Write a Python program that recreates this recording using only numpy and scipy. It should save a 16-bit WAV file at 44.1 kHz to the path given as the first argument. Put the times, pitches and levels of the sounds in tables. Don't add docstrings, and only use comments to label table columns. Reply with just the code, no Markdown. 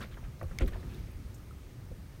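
import sys
import numpy as np
from scipy import signal
from scipy.fft import rfft, irfft
from scipy.io import wavfile
from scipy.ndimage import uniform_filter1d

SR = 44100
rng = np.random.default_rng(int(sys.argv[2]) if len(sys.argv) > 2 else 0)


def ratio(d):
    e = np.asarray(d, float) / 20
    return 10 ** e


def wrap_up_sound(samples):
    columns = np.atleast_2d(samples).T
    tamed = np.clip(columns, -1, 1)
    steps = np.round(tamed * 32767).astype(np.int16)
    wavfile.write(sys.argv[1], SR, steps)


N = 97020


def walk(rate):
    hold = int(SR / rate)
    steps = np.repeat(rng.standard_normal(N // hold + 1), hold)
    return 1.05 * uniform_filter1d(uniform_filter1d(steps, hold), hold)[:N]


def add(out, start_s, sound):
    i = max(int(start_s * SR), 0)
    out[i:i + len(sound)] += sound[:N - i]


def bell(length, hz, octaves):
    f = np.arange(length // 2 + 1) * SR / length + 1
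    return np.exp(-(2 * np.log2(f / hz) / octaves) ** 2)


def water():
    # frequency in Hz, level in dB per Hz.
    spectrum = [(24, -12), (58, -0.5), (110, -5.5), (260, -18.5), (700, -31.5), (2200, -35.5),
                (2900, -39.5), (15800, -46.5)]
    # centre in Hz, width in octaves, boost in dB.
    resonances = [(365, 0.1, 5.5), (520, 0.59, 0.5), (1242, 0.15, 3.5), (6240, 0.18, 0.5)]
    # time in seconds, rise in dB.
    working = [(0, 1), (.2, 4), (.36, 0), (.5, 3), (.8, 5), (.97, 3.5), (1.1, 0), (1.3, 0), (1.45, 0),
               (1.75, 0.5), (1.9, 1.5), (2.2, 1.5)]
    level_db, swell_db, flicker_db = -46.5, 1.42, 2

    f = np.arange(N // 2 + 1) * SR / N + 1
    curve_hz, curve_db = np.transpose(spectrum)
    shape_db = np.interp(np.log(f), np.log(curve_hz), curve_db)
    shape_db = shape_db + sum(db * bell(N, hz, octaves) for hz, octaves, db in resonances)
    shape = ratio(shape_db) * (f > 18)
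    gain = ratio(level_db) / np.sqrt(2 * np.sum(shape ** 2) / N)

    swell = walk(1.73)
    stir = np.interp(np.arange(N) / SR, *np.transpose(working))
    centres = 25 * 2 ** np.arange(0, 10, 0.5)
    bells = np.array([bell(N, hz, 0.57) for hz in centres])
    bells /= np.sqrt(np.sum(bells ** 2, axis=0)) + 1e-9
    out = np.zeros(N)
    for hz, band_shape in zip(centres, bells):
        share = np.interp(np.log(hz), np.log([150, 2500, 7000]), [0.93, 0.6, 0.28])
        band = irfft(rfft(rng.standard_normal(N)) * shape * band_shape, N)
        out += band * ratio(share * (stir + swell_db * swell + flicker_db * walk(13.8)))
    return out * gain


def rubbing(rubs):
    grit_db, attack_share = 4, 0.053
    size = 16384
    t = np.arange(size) / SR
    out = np.zeros(N)
    for start, length, db, hz, octaves in rubs:
        clicks, unevenness = rng.standard_normal((2, size))
        grit = ratio(grit_db * 5.7 * uniform_filter1d(unevenness, size=40))
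        rub = irfft(rfft(clicks * grit) * bell(size, hz, octaves))
        attack = 1 - np.exp(-t / (attack_share * length))
        fade = np.exp(-1.1 * (t / length) ** 2) * attack
        rms = np.sqrt(np.average(rub ** 2, weights=fade ** 2))
        add(out, start, ratio(db) * rub * fade / rms)
    return out


def groans():
    # start in seconds, length in seconds, level in dB, centre in Hz, width in octaves.
    plank_rubs = [
        (.225, 0.041, -58, 610, 1.1),
        (.418, 0.015, -48.5, 700, 0.69),
        (.60, 0.082, -43, 224, 1.2),
        (.70, 0.12, -56.5, 480, 0.94),
        (1.912, 0.017, -56, 475, .5),
        (0.00089, 0.087, -51, 214, 0.37),
        (1.17, 0.094, -56, 250, 0.6),
        (1.9, 0.24, -56, 187, 0.44),
        (0.024, 0.029, -51, 1800, 1.2),
    ]
    return rubbing(plank_rubs)


def brushes():
    # start in seconds, length in seconds, level in dB, centre in Hz, width in octaves.
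    bright_rubs = [(0.023, 0.019, -59, 10200, 1.5), (0.429, .004, -55, 11500, 1.2),
                   (.5867, 0.003, -45, 5630, 0.7), (.5866, 0.0022, -44, 10500, 1.8),
                   (0.5867, .003, -45, 3170, 0.72), (0.604, 0.013, -57, 6660, 1.2),
                   (0.619, 0.0085, -57, 7500, 0.89), (0.6734, 0.0046, -50, 12600, 0.71),
                   (0.676, 0.016, -56, 8500, 1.7), (.001, 0.021, -58, 7000, 2.2),
                   (0.945, .002, -53.5, 9000, 2.3), (.992, .004, -61, 12000, .9),
                   (1.116, 0.003, -59, 12500, 0.54), (1.341, 0.018, -58, 6970, 0.8),
                   (1.342, 0.015, -64, 12900, .6), (.5866, 0.002, -44, 8400, 0.78),
                   (.5867, 0.0032, -50, 4420, 0.3), (0.677, 0.014, -55, 3550, 0.56),
                   (.733, 0.012, -63.5, 3900, .5)]
    return rubbing(bright_rubs)


def scuffs():
    # start in seconds, length in seconds, level in dB, centre in Hz, width in octaves. 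The row at
    # 0.613 s, near 326 Hz, is a low sustained hum of the knocked planks.
    sole_and_rope = [(.004, 0.05, -50.5, 1580, 1.6), (0.008, 0.053, -55, 3240, 1.7),
                     (0.028, 0.0061, -52, 3700, 0.44), (.002, 0.066, -50, 387, 2.2),
                     (.108, 0.038, -59, 1430, 1.7), (.112, 0.034, -63.5, 3500, 0.6),
                     (0.141, 0.0061, -56, 2500, 1.6), (0.169, 0.02, -53, 1140, 1.3),
                     (0.238, 0.022, -55.5, 1380, 2.15), (0.393, .012, -64, 4550, 0.79),
                     (0.411, .008, -50, 1500, 1.2), (0.613, 0.05, -45, 326, 1.8),
                     (.428, .005, -55.5, 2500, 0.38), (.5115, 0.016, -55, 1500, 1.3),
                     (0.595, 0.014, -47.5, 2020, 1.62), (0.609, 0.027, -44.5, 1850, 1.88),
                     (0.6595, .007, -56, 3700, 1.6), (0.673, 0.022, -50, 1760, 1.16),
                     (0.720, 0.047, -55, 1430, 1.7), (0.730, 0.015, -61.5, 3300, .9),
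                     (0.756, 0.011, -52.5, 900, 1.4), (.89, 0.06, -66, 2550, .2),
                     (.88, 0.24, -64.5, 2530, 2.6)]
    return rubbing(sole_and_rope)


def ring(hz, t60, attack_s=1e-4):
    t = np.arange(SR // 4) / SR
    decay = np.exp(-np.log(1000) * t / t60)
    return np.sin(2 * np.pi * hz * t) * decay * (1 - np.exp(-t / attack_s))


def ticks():
    # start in seconds, level in dB, pitch in Hz, t60 in seconds.
    small_hits = [(.412, -38, 620, 0.029), (0.4135, -40, 1150, .025), (.4145, -47, 1450, .02),
                  (.4115, -44, 1950, .015), (.4235, -40, 720, .03), (.446, -47, 520, .06),
                  (.4172, -42.5, 1920, .012), (.5118, -52, 1600, 0.013), (.5868, -41, 4530, 0.011),
                  (.6135, -33, 285, 0.06), (.6218, -29, 345, 0.057), (.6075, -32, 530, .06),
                  (.6135, -38, 500, 0.035), (.642, -32, 395, .06), (.634, -37, 535, .09),
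                  (.615, -41, 750, .04), (.618, -44, 1050, .04), (.5935, -43, 2320, .02),
                  (.6105, -38, 2500, .008), (.6195, -47, 2200, .01), (0.00625, -35, 1510, .015),
                  (.009, -40, 1100, .025), (.034, -42, 1050, .02), (.143, -48, 2150, .012),
                  (.17, -48, 1700, 0.017), (.0128, -44, 3380, .012), (.0145, -38, 1600, .015),
                  (0.019, -38, 1260, 0.025), (.026, -41, 3980, .01), (.0275, -38, 1290, 0.024),
                  (0.036, -42, 3500, 0.011), (0.036, -37, 1400, .015), (.4285, -37, 600, .025),
                  (.439, -50, 1150, 0.044), (.429, -50, 1600, .015), (0.83, -46, 1800, .02),
                  (.734, -46, 1780, .03), (.748, -46, 1000, .025), (.7585, -39, 670, 0.039),
                  (0.8, -51, 4000, .015), (.7315, -52, 2900, .01), (1.915, -47, 504, 0.043),
                  (.684, -47, 1150, .04), (.648, -38, 200, 0.062), (.655, -44, 400, .12),
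                  (0.9448, -47.5, 3700, 0.018), (.985, -54, 2250, .03), (1.5, -58, 2100, 0.018),
                  (1.4, -55, 1340, 0.033), (1.509, -45, 1290, 0.035), (1.517, -61, 1300, 0.025),
                  (1.965, -58, 2000, 0.017)]
    out = np.zeros(N)
    for start, db, hz, t60 in small_hits:
        add(out, start, ratio(db) * ring(hz, t60, 0.00048))
    return out


def knocks():
    # pitch in Hz, level in dB, t60 in seconds.
    plank_modes = [(145, 0, 0.074), (246, 1, 0.055), (343.4, -0.5, 0.11), (418, -4.5, 0.081),
                   (503.4, -0.5, 0.097), (553, -4.5, 0.091), (668, -1.5, 0.026), (960, -4, 0.039),
                   (1130, -1.5, 0.025), (1384, 2, 0.062), (1850, 2, 0.039), (2500, -25, .02)]
    # start in seconds, level in dB, contact time in milliseconds.
    hits = [(.174, -52.5, 0.61), (0.4149, -47, 0.82), (.424, -42, 1.3), (0.428, -50, 0.8), (.512, -50, 0.4),
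            (0.601, -46, 0.86), (.608, -40, 0.41), (.614, -40, 1.2), (0.619, -45, 4.2), (0.6243, -41, 1.14),
            (.641, -42, 2.5), (.682, -46.5, 0.91), (1.085, -46.5, 1.7), (1.915, -51.5, 1.3)]
    scatter_db, detune = 4, 0.017
    out = np.zeros(N)
    for start, db, contact_ms in hits:
        for hz, mode_db, t60 in plank_modes:
            level_chance, pitch_chance = rng.standard_normal(2)
            softness = 1 / (1 + (hz * contact_ms / 600) ** 2)
            level = softness * ratio(db + mode_db + scatter_db * level_chance)
            mode = ring(hz * (1 + detune * pitch_chance), t60, contact_ms / 3000)
            add(out, start, level * mode)
    return out


def thumps():
    # start in seconds, peak in dB, pitch in Hz, length in seconds.
    heels = [(0.235, -34, 56.6, 0.039), (0.4335, -34.5, 104, 0.018), (.443, -38, 120, .008),
             (0.4557, -33, 93, 0.019), (0.472, -36.5, 36.7, 0.031), (0.5115, -33.5, 50, 0.018),
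             (0.6206, -20, 61, 0.039), (.670, -25, 52.4, 0.015), (0.7205, -31, 46, 0.024),
             (.7405, -29.5, 50, .026), (.845, -41, 150, .012), (.28, -40, 148, .03),
             (1.035, -35, 62, 0.023), (1.153, -37, 57, 0.036), (1.251, -39.5, 59.4, 0.024),
             (1.913, -39.5, 54, 0.043)]
    sag_per_s, attack_s = 12.4, 0.0012
    t = np.arange(SR // 4) / SR
    out = np.zeros(N)
    for start, db, hz, length in heels:
        turns = hz * (1 - np.exp(-sag_per_s * t)) / sag_per_s
        fade = np.exp(-(t / length) ** 4) * (1 - np.exp(-t / attack_s))
        add(out, start, ratio(db) * np.sin(2 * np.pi * turns) * fade)
    return out


def snap():
    # pitch in Hz, level in dB, t60 in seconds.
    fitting_modes = [(2190, -1, 0.029), (5180, -1, 0.007), (6130, -3, 0.008), (4480, -9, .01),
                     (3100, -12, .008)]
    start_s, level_db, stop_s = 0.5866, -27.5, 0.0043
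    ringing = sum(ratio(db) * ring(hz, t60, 0.00027) for hz, db, t60 in fitting_modes)
    damping = np.exp(-(np.arange(SR // 4) / SR / stop_s) ** 4)
    out = np.zeros(N)
    add(out, start_s, ratio(level_db) * damping * ringing)
    return out


def scene():
    rubbed = groans() + brushes() + scuffs()
    struck = ticks() + knocks() + thumps() + snap()
    return (water() + rubbed + struck)[None]


def top_cut(x):
    return signal.sosfilt(signal.butter(12, 16580, fs=SR, output="sos"), x)


def record(dry):
    # centre in Hz, width in Hz, depth from 0 to 1.
    housing = [(7500, 690, 0.4), (10360, 700, 0.58)]
    top_hz, above_top_db = 15850, -24
    for hz, width, depth in housing:
        dry = dry - depth * signal.lfilter(*signal.iirpeak(hz, hz / width, SR), dry)
    f = np.arange(N // 2 + 1) * SR / N
    edge = np.where(f < top_hz, 1, ratio(above_top_db))
    return top_cut(irfft(rfft(dry) * edge, N))


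dry = scene()
out = record(dry)
wrap_up_sound(out)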